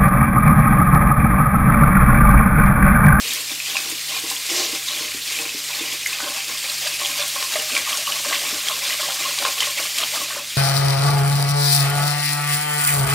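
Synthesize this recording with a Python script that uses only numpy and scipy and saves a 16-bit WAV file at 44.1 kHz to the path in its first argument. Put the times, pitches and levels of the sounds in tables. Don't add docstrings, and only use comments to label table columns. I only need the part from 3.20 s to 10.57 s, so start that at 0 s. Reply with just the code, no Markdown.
import sys
import numpy as np
from scipy import signal
from scipy.fft import rfft, irfft, next_fast_len
from scipy.io import wavfile
from scipy.ndimage import uniform_filter1d, map_coordinates

SR = 44100
rng = np.random.default_rng(int(sys.argv[2]) if len(sys.argv) > 2 else 0)


def dump(signal):
    limited = np.clip(np.atleast_2d(signal).T, -1, 1)
    pcm = np.round(limited * 32767).astype(np.int16)
    wavfile.write(sys.argv[1], SR, pcm)


N = 324991
TIME = np.arange(N) / SR


# time in seconds, relative level in dB.
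JET_LEVELS = [(0, -30.5), (0.14, -31.5), (0.3, -31.5), (0.8, -32), (1.22, -31), (1.38, -28.5), (1.65, -32),
              (2.4, -32), (3.05, -32.7), (3.65, -30), (4.75, -29.5), (5.5, -30), (6.4, -29), (6.95, -29.5),
              (7.25, -35), (7.37, -31.5)]
# frequency in Hz, relative level in dB.
SPRAY_TONE = [(40, -65), (200, -27), (700, -16.5), (1600, -8.5), (2300, -2.5), (4500, -1), (6300, -3),
              (7400, -2), (7950, -6), (8700, -2), (9500, -10.5), (11300, -6), (13000, -9.5), (15700, -13.5)]

def spray():
    ticks = swarm(3180, 15800, cycles=1.65, spread_db=1.5, rise=0.016, count=16000, samples=64)
    hiss = clouds(rng.standard_normal(N) + gain_of(-7) * ticks, patchy_db=1.0)
    hiss = normalised(coloured(hiss, SPRAY_TONE))
    hand_lift = gain_of(1.3 * sum(push(start, length) for start, length, *_ in HAND_STROKES))
    return gain_of(3) * level(JET_LEVELS) * hand_lift * hiss * flutter(40, depth_db=0.74)


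# frequency in Hz, relative level in dB.
FIZZ_TONE = [(60, -65), (500, -28), (1200, -14), (1700, -10), (2050, 1.5), (2550, 3), (3300, 0.5),
             (5000, 0), (7000, -10.5), (9500, -35), (15000, -24)]

def fizz():
    small = swarm(1587, 9270, cycles=5.9, spread_db=1.0, rise=0.0039, count=11000, samples=384)
    tinkle = swarm(2136, 3705, cycles=18, spread_db=2.5, rise=0.012, count=700, samples=1024)
    bubbles = coloured(small + gain_of(-11.5) * tinkle, FIZZ_TONE)
    bubbles = normalised(clouds(bubbles, patchy_db=2.37))
    air = stirring(column=4, resting=gain_of(1.5) * level(JET_LEVELS))
    return gain_of(-5) * air * bubbles * flutter(32, depth_db=1.6)


# start in seconds, length in seconds,
# then relative levels in dB for slosh (column 2, counting from 0), churn (3) and fizz (4).
HAND_STROKES = [(0.021, 0.2, -46.5, -50.5, -28.5), (0.285, 0.037, -43.5, -48, -27),
                (0.447, 0.14, -40, -48.5, -26), (0.61, 0.11, -43.5, -47.5, -48),
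                (0.866, 0.11, -38, -52, -24.5), (1.006, 0.12, -42.5, -50, -28),
                (1.28, 0.27, -40.5, -45.5, -26.5), (1.659, 0.21, -42.5, -50, -25.5),
                (2.046, 0.13, -50, -51.5, -24), (2.17, 0.093, -37.5, -43, -34),
                (2.457, 0.29, -41.5, -49, -27.5), (2.852, 0.12, -42.5, -53, -27),
                (2.979, 0.12, -33.5, -46, -32), (3.132, 0.05, -39, -54, -27),
                (3.262, 0.061, -39, -47.5, -31), (3.419, 0.1, -39, -56.5, -28),
                (3.598, 0.087, -33, -49, -25), (3.775, 0.13, -36, -51, -29), (3.935, 0.12, -35, -57, -28.5),
                (4.114, 0.12, -37.5, -55, -40), (4.298, 0.094, -30.5, -47.5, -29),
                (4.49, 0.1, -31, -44, -32), (4.649, 0.14, -34, -51.5, -27.5),
                (4.858, 0.12, -34.5, -47.5, -38), (5.028, 0.15, -32.5, -47, -29),
                (5.193, 0.18, -34.5, -49, -28.5), (5.43, 0.125, -35, -48, -27),
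                (5.608, 0.13, -33, -51, -22), (5.78, 0.15, -33, -51, -34), (5.978, 0.12, -32.5, -48.5, -23),
                (6.17, 0.11, -29.5, -41.5, -31), (6.36, 0.11, -33, -49, -27), (6.546, 0.085, -31, -53, -27),
                (6.745, 0.095, -35, -48, -27), (6.923, 0.1, -31, -46, -31),
                (7.07, 0.125, -36.5, -52.5, -39)]

def stirring(column, resting, lag_s=0):
    power = sum((gain_of(row[column]) * push(row[0] + lag_s, row[1])) ** 2 for row in HAND_STROKES)
    return np.sqrt(resting ** 2 + power)


def push(start, length, attack_s=0.028, release_s=0.03):
    age = TIME - start
    return np.clip(age / attack_s, 0, 1) * np.exp(-np.maximum(age - length, 0) / release_s)


# time in seconds, share from 0 (flat) to 1 (fully cupped).
HAND_CUPPING = [(2.9, 0.1), (3.4, 0.63), (7.37, 0.83)]
# frequency in Hz, relative level in dB.
SLOSH_TONE = [(40, -60), (150, -5), (400, -20), (600, -5.5), (900, 0), (1300, -1), (1900, -2.5), (3000, -2),
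              (6000, 16)]

def slosh():
    bubbles = swarm(460, 3790, cycles=3.3, spread_db=1.46, rise=0.018, count=3200, samples=768)
    bubbles = coloured(bubbles, SLOSH_TONE)
    in_pot = normalised(pot(bubbles, amount=1))
    in_hand = ringing(bubbles, HOLLOW_NOTES, amount=1)
    in_hand = normalised(wavering(in_hand, share=0.0405, hz=7))
    cupped = np.interp(TIME, *np.transpose(HAND_CUPPING))
    water = np.sqrt(1 - cupped) * in_pot + np.sqrt(cupped) * in_hand
    effort = stirring(column=2, resting=gain_of(-53.5))
    return gain_of(0.5) * effort * water * flutter(19.4, depth_db=2.5)


# frequency in Hz, relative level in dB.
CHURN_TONE = [(30, -45), (160, -18), (250, -2.5), (370, -7), (480, 0), (700, -21), (1500, -30)]

def churn():
    lumps = swarm(136, 838, cycles=3.8, spread_db=1.0, rise=0.014, count=1800, samples=1024)
    effort = stirring(column=3, resting=gain_of(-58.5), lag_s=0.008)
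    return gain_of(1) * effort * normalised(pot(coloured(lumps, CHURN_TONE), amount=0.71))


# start in seconds, relative level in dB, starting pitch in Hz.
SINGLE_BUBBLES = [(0.1075, -11, 3620), (0.317, -15, 3480), (0.4013, -15, 2510), (0.568, -8, 2524),
                  (1.1134, -23.5, 1000), (1.1648, -15, 3300), (1.6856, -10, 3750), (1.918, -19.5, 2310),
                  (2.1885, -14.5, 2540), (2.292, -17, 2550), (2.725, -25, 2820), (2.861, -9.5, 2080),
                  (2.8718, -8.5, 6700), (2.9302, -13, 2530), (3.0056, -20, 1460), (3.498, -11.5, 4060),
                  (3.674, -9.5, 4690), (3.849, -11, 3230), (3.859, -10.5, 3020), (4.0261, -13, 3400),
                  (4.3577, -17, 1950), (4.398, -13, 2780), (4.5662, -6, 2300), (4.7295, -11, 3170),
                  (4.9217, -11, 2940), (5.1304, -13, 2010), (5.4848, -9, 3220), (5.705, -15.5, 1970),
                  (6.4045, -7, 3030), (6.422, -15, 2010), (6.431, -11, 2950), (6.7848, -14, 3140),
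                  (6.836, -7.5, 3100)]

def plips(ring_cycles=6.9):
    out, t = np.zeros(N), np.arange(4096) / SR
    for start, db, hz in SINGLE_BUBBLES:
        age = t * hz / ring_cycles
        tone = np.exp(-age) * np.sin(2 * np.pi * hz * t * (1 + 0.0096 * np.minimum(age, 4)))
        spatter = rng.standard_normal(len(t)) * np.sqrt(SR / hz) * np.exp(-t / 0.011)
        band = signal.butter(2, [hz * 0.68, min(hz * 1.7, SR / 3)], "bandpass", fs=SR)
        add(out, start, gain_of(db) * signal.lfilter(*band, tone + gain_of(-26.5) * spatter))
    return gain_of(-0.5) * pot(out, amount=0.098)


# start in seconds, relative level in dB,
# brightness in Hz, fading time of the spatter in seconds.
THROWN_DROPS = [(.134, -15.5, 8000, .018), (0.5676, -11.5, 3120, 0.013), (.698, -22, 9000, .014),
                (1.1, -15, 6500, 0.033), (1.298, -16, 3300, .011), (1.681, -16, 3300, 0.019),
                (2.872, -25, 6800, .014), (3.003, -17, 1450, .014), (4.079, -19, 10000, .012),
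                (4.226, -14.5, 2980, .01), (4.5512, -8.5, 3240, 0.0032), (4.576, -13, 4500, .016),
                (4.773, -12.5, 4500, 0.019), (5.127, -11.5, 2200, .018), (5.4842, -13, 3300, .004),
                (6.1876, -9, 3900, 0.0036), (6.2514, -7.5, 2400, 0.008), (6.4051, -8, 3600, 0.016),
                (6.784, -7, 4020, .007)]

def smacks():
    out, t = np.zeros(N), np.arange(4096) / SR
    for start, db, hz, spatter_s in THROWN_DROPS:
        crack = np.exp(-t / 0.00061) * np.sin(2 * np.pi * hz * t)
        fade = 0.55 * np.exp(-t / 0.0022) + 0.42 * np.exp(-t / spatter_s)
        spatter = rng.standard_normal(len(t)) * fade
        band = signal.butter(2, [hz / 2, min(hz * 2, SR / 2.5)], "bandpass", fs=SR)
        add(out, start, gain_of(db) * signal.lfilter(*band, crack + spatter))
    return out


# pitch in Hz,
# width in Hz (narrow notes ring longer), level in dB above the direct sound.
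HOLLOW_NOTES = [(586, 23, 18.5), (1092, 89, 5.5), (1540, 110, 1.5)]
# start in seconds, relative dB of the lower note, then of the upper.
HAND_GLUGS = [(3.814, -29.5, -20.5), (4.16, -34, -19.5), (4.226, -36, -18.5), (4.356, -15, -22),
              (4.728, -43, -18.5), (4.875, -48, -15), (5.06, -25, -34), (5.123, -24, -19.5),
              (5.513, -37, -17.5), (5.83, -29, -18.5), (6.047, -32, -24), (6.25, -21, -11),
              (6.471, -28, -20), (6.598, -27, -24), (7.015, -26, -26), (7.167, -23, -40)]

def glugs(ring_cycles=6, climb_per_s=0.77):
    out, t = np.zeros(N), np.arange(6000) / SR
    for start, *notes_db in HAND_GLUGS:
        detune = 0.031 * rng.standard_normal()
        for (hz, *_), db in zip(HOLLOW_NOTES, notes_db):
            turns = hz * (1 + detune + climb_per_s * t / 2) * t
            swell = (1 - np.exp(-turns)) * np.exp(-turns / ring_cycles)
            add(out, start, gain_of(db) * swell * np.sin(2 * np.pi * turns))
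    return out


# start in seconds, relative level in dB, starting pitch in Hz.
AIR_POCKETS = [(0.319, -36, 277), (.721, -32, 303), (1.038, -30.5, 314), (1.313, -27, 346),
               (1.531, -28, 314), (1.808, -33, 303), (1.946, -29.5, 270), (2.189, -40, 326),
               (2.347, -29, 280), (2.609, -27, 310), (3.031, -31, 300), (5.328, -32, 271)]

def gulps(ring_s=0.039):
    out, t = np.zeros(N), np.arange(6000) / SR
    for start, db, hz in AIR_POCKETS:
        phase = 2 * np.pi * hz * t * (1 + 1.8 * t)
        note = np.sin(phase) + gain_of(-1) * np.sin(1.4 * phase)
        swell = (1 - np.exp(-t / 0.0018)) * gain_of(-60 * t / ring_s)
        add(out, start, gain_of(db) * swell * note)
    return gain_of(-1) * pot(out, amount=0.61)


# time in seconds, relative dB of the rush, then of the air's note.
PLUNGE_LEVELS = [(1.275, -54, -70), (1.305, -23.5, -49), (1.335, -31, -37), (1.37, -24, -42),
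                 (1.41, -25.5, -31), (1.46, -26.5, -43), (1.5, -62, -62)]
# frequency in Hz, relative level in dB.
RUSH_TONE = [(60, -54), (500, 3), (1600, -7), (2500, -2), (4300, 7), (5800, 10), (7500, 1), (9500, -28),
             (11300, -21), (15000, -28)]

def plunge(air_hz=353):
    rush = normalised(pot(coloured(rng.standard_normal(N), RUSH_TONE), amount=0.27))
    pitch = air_hz * (1 + 0.035 * wander(50))
    note = normalised(np.sin(2 * np.pi * np.cumsum(pitch) / SR) * flutter(60, depth_db=4))
    sound = level(PLUNGE_LEVELS) * rush + gain_of(3) * level(PLUNGE_LEVELS, column=2) * note
    plunging = (TIME > PLUNGE_LEVELS[0][0]) & (TIME < PLUNGE_LEVELS[-1][0])
    return plunging * sound


# pitch in Hz, width in Hz,
# level in dB above the direct sound when amount is 1.
POT_NOTES = [(244, 10, 7.5), (293.6, 19, 9.5), (346, 38, 10.5), (462.5, 11.4, 10), (594, 29, 16),
             (793, 11.6, 14), (1022, 78, 8.5), (1076, 43, 10), (1467, 23, 12), (1603, 25, 3)]

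def pot(x, amount):
    return ringing(x, POT_NOTES, amount)


# frequency in Hz, seconds it takes to fade by 60 dB.
ECHO_TIMES = [(200, 0.18), (1000, 0.36), (4000, 0.072), (14000, 0.16)]

def kitchen(x):
    hz, t, noise = signal.stft(rng.standard_normal(SR // 2), SR, nperseg=256)
    fade = gain_of(-60 * t / value_at(ECHO_TIMES, hz)[:, None]) * (t > 0)
    tail = signal.istft(noise * fade, SR, nperseg=256)[1]
    return signal.fftconvolve(x, tail / np.linalg.norm(tail))[:N]


# pitch in Hz, width in Hz, level in dB.
ROOM_DRONES = [(48, 8, -90), (73.4, 27, -67.5), (96.6, 9.3, -65.5)]

def hum(machine_hz=146.8):
    air_tone = [(20, -22), (60, -4), (130, -4), (300, -14), (2000, -40)]
    air = gain_of(-65.5) * normalised(coloured(rng.standard_normal(N), air_tone))
    machine = gain_of(-55) * np.sin(2 * np.pi * machine_hz * TIME) * flutter(4.6, depth_db=1.6)
    return air + machine + sum(gain_of(db) * noise_band(hz, width) for hz, width, db in ROOM_DRONES)


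def swarm(low_hz, high_hz, cycles, spread_db, rise, count, samples):
    when, pitch, strength, ring_length = rng.random((count, 4)).T[:, :, None]
    hz = low_hz * (high_hz / low_hz) ** pitch
    turns = hz * np.arange(samples) / SR
    age = turns / (cycles * (0.5 + ring_length))
    height = gain_of(-spread_db * np.log(strength + 0.055)) * hz
    rings = height * np.exp(-age) * np.sin(2 * np.pi * turns * (1 + rise * np.minimum(age, 4)))
    places = (when * N).astype(int) + np.arange(samples)
    return normalised(np.bincount(places.ravel(), rings.ravel(), N)[:N])


def clouds(x, patchy_db):
    spectrum = signal.stft(x, nperseg=512, noverlap=384)[2]
    patches = uniform_filter1d(rng.standard_normal(spectrum.shape), size=7, axis=0)
    patches = normalised(uniform_filter1d(patches, size=11, axis=1))
    return signal.istft(spectrum * gain_of(patchy_db * patches), nperseg=512, noverlap=384)[1][:N]


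def ringing(x, notes, amount):
    def response(f):
        return 1 + amount * sum(gain_of(db) / (1 + 2j * (f - hz) / width) for hz, width, db in notes)
    return filtered(x, response)


def wavering(x, share, hz):
    drift = normalised(filtered(rng.standard_normal(N), lambda f: (f / hz) ** 2 / (1 + (f / hz) ** 6)))
    return map_coordinates(x, [np.arange(N) + np.cumsum(share * drift)], mode="reflect")


def wander(hz):
    return normalised(filtered(rng.standard_normal(N), lambda f: 1 / (1 + (f / hz) ** 4)))


def flutter(hz, depth_db):
    return gain_of(depth_db * wander(hz))


def noise_band(hz, width):
    return normalised(filtered(rng.standard_normal(N), lambda f: 1 / (1 + 2j * (f - hz) / width) ** 2))


def coloured(x, tone):
    return filtered(x, lambda hz: gain_of(value_at(tone, hz)))


def filtered(x, response):
    size = next_fast_len(N + SR // 2)
    return irfft(rfft(x, size) * response(np.fft.rfftfreq(size, 1 / SR)), size)[:N]


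def value_at(table, hz):
    row_hz, values = np.transpose(table)
    return np.interp(np.log(hz + 1), np.log(row_hz + 1), values)


def level(table, column=1):
    rows = np.array(table)
    return gain_of(np.interp(TIME, rows[:, 0], rows[:, column]))


def gain_of(db):
    return 10 ** (np.asarray(db) / 20)


def normalised(x):
    return x / np.sqrt(np.mean(x ** 2) + 1e-20)


def add(mix, start_s, sound):
    part = mix[round(start_s * SR):][:len(sound)]
    part += sound[:len(part)]


def scene():
    wash = spray() + fizz() + slosh() + churn() + plunge()
    drops = plips() + smacks() + gulps() + glugs()
    echo = kitchen(gain_of(-12.5) * wash + gain_of(-7) * drops)
    mono = wash + drops + echo + hum()
    return np.array([mono, mono])


def record(dry):
    low_hz, high_hz = 42, 15780
    bass_cut = signal.butter(3, low_hz, "highpass", fs=SR, output="sos")
    treble_cut = signal.firwin(511, high_hz, window=("kaiser", 9), fs=SR)
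    return signal.oaconvolve(signal.sosfilt(bass_cut, dry), treble_cut[None], "same")


dry = scene()
out = record(dry)
dump(out)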